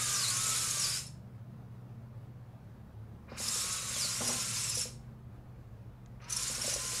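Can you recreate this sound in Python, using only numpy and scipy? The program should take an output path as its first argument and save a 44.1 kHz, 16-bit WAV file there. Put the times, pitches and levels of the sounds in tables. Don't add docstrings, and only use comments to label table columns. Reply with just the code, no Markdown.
import sys
import numpy as np
from scipy import signal
from scipy.fft import rfft, irfft
from scipy.io import wavfile
from scipy.ndimage import uniform_filter1d

SR = 44100
rng = np.random.default_rng(int(sys.argv[2]) if len(sys.argv) > 2 else 0)


def transcribe(u):
    v = np.clip(np.atleast_2d(u).T, -1, 1)
    q = np.round(v * 32767).astype(np.int16)
    wavfile.write(sys.argv[1], SR, q)


N = 308700
LONG = N + SR // 5

# frequency in Hz, density in dB per Hz.
HISS = [(6300, -22), (6800, 0.5), (7350, 5.5), (8300, 4), (9100, 3), (9950, 1), (10900, -1), (12300, -8),
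        (14100, -19.5), (15000, -34.5), (15600, -47)]
# frequency in Hz, density in dB per Hz.
HOUSING = [(2900, -19.5), (3550, -2.5), (4300, 0.5), (4800, 0.5), (5250, 3.5), (5750, 0.5), (6200, 2.5),
           (6700, 4), (7200, 4), (7900, -52.5)]
TEETH_SPECTRUM = HOUSING[:-2] + HISS[2:]


def gain_of(db):
    return 10 ** (np.asarray(db) / 20)


def evened(x):
    return x / np.sqrt(np.mean(x ** 2) + 1e-20)


def read(points, hz):
    f, value = np.transpose(points)
    return np.interp(np.log(hz + 1), np.log(f + 1), value)


def add(mix, s, sound):
    part = mix[round(s * SR):][:len(sound)]
    part += sound[:len(part)]


def columns(rows, length_s=None):
    s, *values = np.transpose(rows)
    t = np.arange(s[0], length_s or s[-1], 1 / SR)
    return [np.interp(t, s, v) for v in values]


def drift(count, hz):
    r = np.exp(-2 * np.pi * hz / SR)
    white = rng.standard_normal(count + SR // 2)
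    settled = signal.lfilter([1], [1, -2 * r, r * r], white)[SR // 2:]
    return evened(settled)


def noise(spectrum, size, patchy_db, flicker_db):
    frames, hz = 4 * LONG // size + 5, np.fft.rfftfreq(size, 1 / SR)
    real, imag, patches = rng.standard_normal((frames, len(hz), 3)).T
    patches = uniform_filter1d(patches, size=4, axis=0)
    patches = evened(uniform_filter1d(patches, size=7, axis=1))
    flicker = evened(uniform_filter1d(rng.standard_normal(frames), size=6))
    level_db = read(spectrum, hz)[:, None] + patchy_db * patches + flicker_db * flicker
    z = (real + 1j * imag) * gain_of(level_db)
    return evened(signal.istft(z, nperseg=size, noverlap=3 * size // 4)[1][:LONG])


def wavering(hz, width_hz, rough):
    rough = np.clip(rough, 0, 1)
    fuzz = drift(len(hz), width_hz) + 1j * drift(len(hz), width_hz)
    turns = rng.random() + np.cumsum(hz) / SR
    return ((np.sqrt(2) * (1 - rough) + rough * fuzz) * np.exp(2j * np.pi * turns)).real


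def chirps(per_s, glide):
    # frequency in Hz, spread in Hz.
    modes = np.array([(3700, 300), (5300, 450), (6000, 400), (6600, 400), (7300, 400), (8600, 600),
                      (10000, 500)])
    out = np.zeros(LONG)
    for when, mode, length, size, off, slope in rng.random((round(per_s * LONG / SR), 6)):
        hz, spread_hz = modes[int(mode * len(modes))]
        t = np.arange(0, 0.018 + 0.023 * length, 1 / SR)
        start_hz = hz + spread_hz * (2 * off - 1)
        pitch_hz = start_hz * (1 + glide * (2 * slope - 1) * t)
        level_db = read(TEETH_SPECTRUM, hz) - 2.5 * np.log(1 - size)
        chirp = np.hanning(len(t)) * np.sin(2 * np.pi * np.cumsum(pitch_hz) / SR)
        add(out, when * (LONG / SR - .1), gain_of(level_db) * chirp)
    return evened(out)


def gears():
    # start in s, power off in s, housing in dB above the hiss, chassis in dB above the hiss
    runs = [(-.1, .98, -1, -7), (3.353, 4.83, -0.5, -7.5), (6.269, 7.5, 1, -7)]
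    # frequency in Hz, density in dB per Hz.
    chassis_spectrum = [(250, -31.5), (450, -6.5), (800, -14.5), (1100, -1.5), (1500, -1.5), (1850, -1.5),
                        (2500, 2.5), (3200, 1), (3900, -22.5)]
    # time in s, level in dB.
    drive = [(0, -37.5), (.45, -38), (.5, -36.5), (.76, -40), (.83, -38.5), (.98, -41.5), (3.39, -46),
             (3.44, -42), (3.6, -39), (3.86, -44), (4.02, -40), (4.19, -42.5), (4.27, -38.5), (4.51, -42),
             (4.58, -39.5), (4.76, -43.5), (4.82, -42.5), (6.3, -49.5), (6.41, -42), (6.6, -45),
             (6.7, -39.5), (6.8, -45), (7, -41)]
    rise_s, rise_db, coast_db_per_s = 0.031, 38, 206.5
    chassis_share, usual_db = 0.643, -42
    chassis_lead_s = .012

    spectra = (HISS, HOUSING, chassis_spectrum)
    hiss, housing, chassis = [noise(part, size=512, patchy_db=1.4, flicker_db=.9) for part in spectra]
    song = gain_of(-4) * chirps(per_s=230, glide=2.2)
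    t, out = np.arange(LONG) / SR, np.zeros(LONG)
    drive_db = columns(drive, LONG / SR + 1)[0][:LONG]
    for start, off, housing_db, chassis_db in runs:
        body_start = start - chassis_lead_s
        bite_db = -rise_db * np.clip(1 - (t - start) / rise_s, 0, 1)
        body_bite_db = -rise_db * np.clip(1 - (t - body_start) / rise_s, 0, 1)
        coast_db = -coast_db_per_s * np.maximum(t - off, 0)
        body_db = chassis_db + usual_db + chassis_share * (drive_db - usual_db) + body_bite_db
        teeth = gain_of(drive_db + bite_db) * (hiss + song + gain_of(housing_db) * housing)
        body = gain_of(body_db) * chassis
        out += (t > body_start) * gain_of(coast_db) * ((t > start) * teeth + body)
    return out


def tones():
    # time in s, pinion in Hz and strain in dB, both before judder.
    steering = [
        [(0, 1290, -56), (.07, 1200, -50), (.16, 930, -41), (.2, 830, -41), (.26, 645, -44), (.35, 885, -47),
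         (.39, 1190, -47), (.46, 1290, -53), (.65, 1320, -54), (.76, 1170, -54), (.81, 930, -42),
         (.84, 830, -36), (.89, 720, -48), (.91, 890, -43), (.945, 790, -42), (.97, 870, -45), (1.02, 850, -52)],
        [(3.5, 1190, -60), (3.6, 1225, -51), (3.75, 1300, -58), (3.9, 1285, -58), (3.95, 1180, -49),
         (4.01, 885, -40), (4.045, 740, -40), (4.085, 650, -49), (4.1, 910, -50), (4.13, 830, -45),
         (4.22, 1020, -47), (4.3, 930, -43), (4.36, 980, -52), (4.41, 850, -44), (4.5, 900, -55),
         (4.57, 835, -45), (4.65, 950, -48), (4.71, 840, -45), (4.86, 900, -52)],
        [(6.3, 900, -56), (6.7, 920, -51), (7, 1026, -51)],
    ]
    # time in s, pinion in Hz and strain in dB, before judder.
    steady = [
        [(0, 1290, -46), (.1, 1233, -50), (.29, 1116, -50.5), (.5, 1070, -56.5), (.76, 1196, -52.5),
         (.9, 1141, -50.5), (1.02, 1113, -61.5)],
        [(3.5, 1023, -52), (3.7, 1072, -54), (3.85, 1155, -56.5), (4.0, 1088, -60.5), (4.12, 1040, -52.5),
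         (4.25, 1081, -53.5), (4.4, 1028, -56), (4.7, 998, -64)],
        [(6.3, 930, -53.5), (6.45, 1029, -60), (6.72, 1120, -65), (6.82, 1055, -54), (7, 1015, -59)],
    ]
    # multiple of the pinion, level in dB, dB gained from free speed to standstill,
    # width as a share of mean pitch, roughness 0-1.
    steering_orders = [(1, 5, -100, .01, .42), (3, 3, -38, .014, .45), (6, 2, 0, .03, .4),
                       (6.33, -1, 0, .03, .6), (9, -6, 0, .014, .7)]
    steady_orders = [(1, 0, 0, .011, .42), (4 / 3, -1.5, 0, .012, .5), (2, -11, 0, .01, .4),
                     (3, -8, 0, .012, .4), (6, -3, 0, .016, .6)]
    # frequency in Hz, gain in dB.
    shell = [(750, -30), (950, -4), (1150, 0), (1600, 0), (2500, -3), (3500, 1), (5000, 2), (6000, -1),
             (7500, -4), (12000, -10)]
    free_hz, judder_share, judder_db, judder_hz = 1300, .05, 4, 22

    out = np.zeros(LONG)
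    for motor, orders in ((steering, steering_orders), (steady, steady_orders)):
        for rows in motor:
            hz, db = columns(rows, LONG / SR - 1e-3 if rows is motor[-1] else None)
            drag = np.clip(1 - hz / free_hz, 0, 1)
            hz = hz * (1 + judder_share * drag * drift(len(hz), judder_hz))
            db = db + judder_db * drag * drift(len(hz), judder_hz)
            stack = np.zeros(len(hz))
            for k, order_db, slowed_db, share, rough in orders:
                level_db = order_db + slowed_db * drag + read(shell, k * hz)
                stack += gain_of(level_db) * wavering(k * hz, share * k * hz.mean(), rough)
            add(out, rows[0][0], gain_of(db) * stack * signal.windows.tukey(len(hz), .05))
    return out


def room(x):
    # frequency in Hz, decay time over 60 dB in s.
    room_t60 = [(500, 0.43), (1500, 0.26), (4000, 0.35), (10000, 0.24)]
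    room_db = -10
    taps = np.zeros(SR // 2)
    at = np.arange(300, len(taps) - 20, 20)
    taps[at + rng.integers(0, 20, len(at))] = rng.choice([-1., 1.], len(at))
    hz, t, z = signal.stft(taps, SR, nperseg=256)
    decay = gain_of(-60 * t / read(room_t60, hz)[:, None])
    tail = signal.istft(z * decay, SR, nperseg=256)[1]
    return x + gain_of(room_db) * signal.fftconvolve(x, tail / np.linalg.norm(tail))[:len(x)]


def background():
    # frequency in Hz, density in dB per Hz.
    air_spectrum = [(20, -21), (40, -5.5), (58, -18.5), (90, -9), (135, -12), (200, -10), (297, -17.5),
                    (560, -20.5), (1210, -27), (2930, -41), (5000, -45.5), (7930, -50.5), (15600, -49.5)]
    # time in s, level in dB.
    low_rumble = [(0, -62), (1, -76), (3, -69), (6.4, -53.5)]
    # frequency in Hz, width in Hz, level in dB before the swell, roughness 0-1.
    hum_lines = [(73.8, 1.1, -61, 0.9), (108.7, 4.8, -53.5, 0.86), (123.3, 0.28, -50, 0.45),
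                 (149.4, 2.5, -60, .7), (162.8, 1.1, -71.5, 1), (187.7, 1.7, -60.5, 0.3),
                 (223, 7.2, -62, 0.7)]
    # time in s, gain in dB.
    hum_swell = [(0, 4.5), (1, 0.5), (5, 1), (7, -6)]
    air_db = -61.5

    t = np.arange(N) / SR
    air = noise(air_spectrum, size=2048, patchy_db=1.6, flicker_db=0.57)[:N]
    above = signal.sosfilt(signal.butter(4, 250, "high", fs=SR, output="sos"), air)
    air = air * gain_of(air_db) / above.std()
    hum = sum(gain_of(db) * wavering(np.full(N, hz), width_hz, rough)
              for hz, width_hz, db, rough in hum_lines)
    swell_s, swell_db = np.transpose(hum_swell)
    hum = hum * gain_of(np.interp(t, swell_s, swell_db))
    rumble_s, rumble_db = np.transpose(low_rumble)
    rumble = wavering(np.full(N, 56.), width_hz=8.1, rough=0.73)
    rumble = rumble * gain_of(np.interp(t, rumble_s, rumble_db))
    return rumble + air + hum


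def catches():
    # start in s, level in dB, ring in Hz.
    caught_teeth = [(0.02, -42, 5230), (0.293, -33, 7000), (0.3624, -32, 6550), (0.428, -34, 6740),
                    (0.486, -34, 6620), (0.6997, -33, 6580), (0.7882, -33.5, 6830), (1.06, -47, 5350),
                    (3.3876, -43, 4870), (3.4327, -41, 4940), (3.475, -34, 5180), (3.537, -35.5, 5450),
                    (3.598, -45, 6700), (3.72, -40, 9270), (3.8765, -54, 7540), (4.2697, -34.5, 9940),
                    (4.688, -34, 7420), (4.745, -36, 5810), (4.77, -33, 5370), (4.786, -35, 7300),
                    (4.806, -34, 5440), (6.2943, -37.5, 6060), (6.3189, -31, 6120), (6.359, -32, 5520),
                    (6.42, -34.5, 7200), (6.4694, -39, 7340), (6.5035, -41, 9990), (6.544, -40, 5820),
                    (6.61, -35, 5430), (6.658, -38.5, 7550), (6.6937, -39, 5550), (6.7306, -34, 5920)]
    top_hz, top_db = 10200, -4
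    out, t = np.zeros(LONG), np.arange(0, .04, 1 / SR)
    shape = (t / .01 * np.exp(1 - t / .01)) ** 4
    scrape = noise(TEETH_SPECTRUM, size=256, patchy_db=3, flicker_db=0)
    for s, db, hz in caught_teeth:
        ring = wavering(np.full(len(t), hz), width_hz=220, rough=.9)
        top = gain_of(top_db) * wavering(np.full(len(t), top_hz), width_hz=350, rough=.9)
        hiss = 0.5 * scrape[round(s * SR):][:len(t)]
        add(out, s, gain_of(db) * shape * (ring + top + hiss))
    return out


def knocks():
    # start in s, level in dB, pitch factor, table boom in dB above the knock.
    drops = [(.55, -53, 0.94, -20), (.853, -47, 1.1, -21), (3.401, -42.5, 1.01, -5), (3.559, -53, 0.95, -5),
             (3.642, -47.5, 0.92, -25), (3.911, -50, 1.03, -10), (4.047, -44.5, 1.12, -10),
             (4.289, -36.5, 1.13, 1), (4.322, -45, 1.1, -1), (4.35, -51, 1.4, 6.5),
             (4.855, -41.5, 0.96, -9.5), (6.58, -46.5, 1, 0.5), (6.726, -41.5, 1.14, -7.5),
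             (6.761, -36, 1.04, -13.5), (6.932, -47, 0.92, -22)]
    # frequency in Hz before the pitch factor, relative level in dB, decay time over 60 dB in s.
    knock_modes = [(350, -21.5, 0.02), (524, 4.5, 0.042), (643, -14.5, 0.046), (1004, -6, .03),
                   (2015, -21, .02)]
    boom_hz, boom_t60_s = 235, .16
    out, t = np.zeros(LONG), np.arange(0, .3, 1 / SR)
    band = signal.butter(2, [250, 1100], "band", fs=SR, output="sos")
    rattles = evened(signal.sosfilt(band, rng.standard_normal((len(drops), len(t)))))
    for (s, db, pitch, boom_db), rattle in zip(drops, rattles):
        ring = sum(gain_of(mode_db - 60 * t / t60_s) * np.sin(2 * np.pi * hz * pitch * t)
                   for hz, mode_db, t60_s in knock_modes)
        boom = np.sin(2 * np.pi * boom_hz * t) + 0.83 * rattle
        boom = boom * gain_of(boom_db - 60 * t / boom_t60_s)
        ring_onset, boom_onset = 1 - np.exp(-t / 0.00043), 1 - np.exp(-t / .003)
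        add(out, s, gain_of(db) * (ring * ring_onset + boom * boom_onset))
    return out


def tick():
    # start in s, level in dB.
    faint_ticks = [(6.058, -48)]
    out, band = np.zeros(N), signal.butter(8, [900, 7100], "band", fs=SR, output="sos")
    for s, db in faint_ticks:
        bright = signal.lfilter([1, -.7], [1], rng.standard_normal(300))
        burst = bright * signal.windows.hann(300) ** 2
        add(out, s, gain_of(db) * signal.sosfilt(band, burst))
    return out


def dull_microphone(car):
    # frequency in Hz, gain in dB.
    response = [(200, 1.5), (600, 1.5), (1200, -0.5), (2100, -4.5), (2800, -9.5), (3100, -15), (5000, -17),
                (6800, -33.5), (7400, -38.5)]
    lead_s = .0826
    ahead = car[round(lead_s * SR):]
    gain = gain_of(read(response, np.fft.rfftfreq(len(ahead), 1 / SR)))
    return irfft(rfft(ahead) * gain, len(ahead))


def scene():
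    car = room(gears() + tones() + catches() + knocks())
    return (car[:N] + dull_microphone(car)[:N] + background() + tick())[None]


def record(dry):
    edge_hz = 15700
    lowpass = signal.firwin(1023, edge_hz, window=("kaiser", 9), fs=SR)
    return signal.oaconvolve(dry, lowpass[None], "same")


dry = scene()
out = record(dry)
transcribe(out)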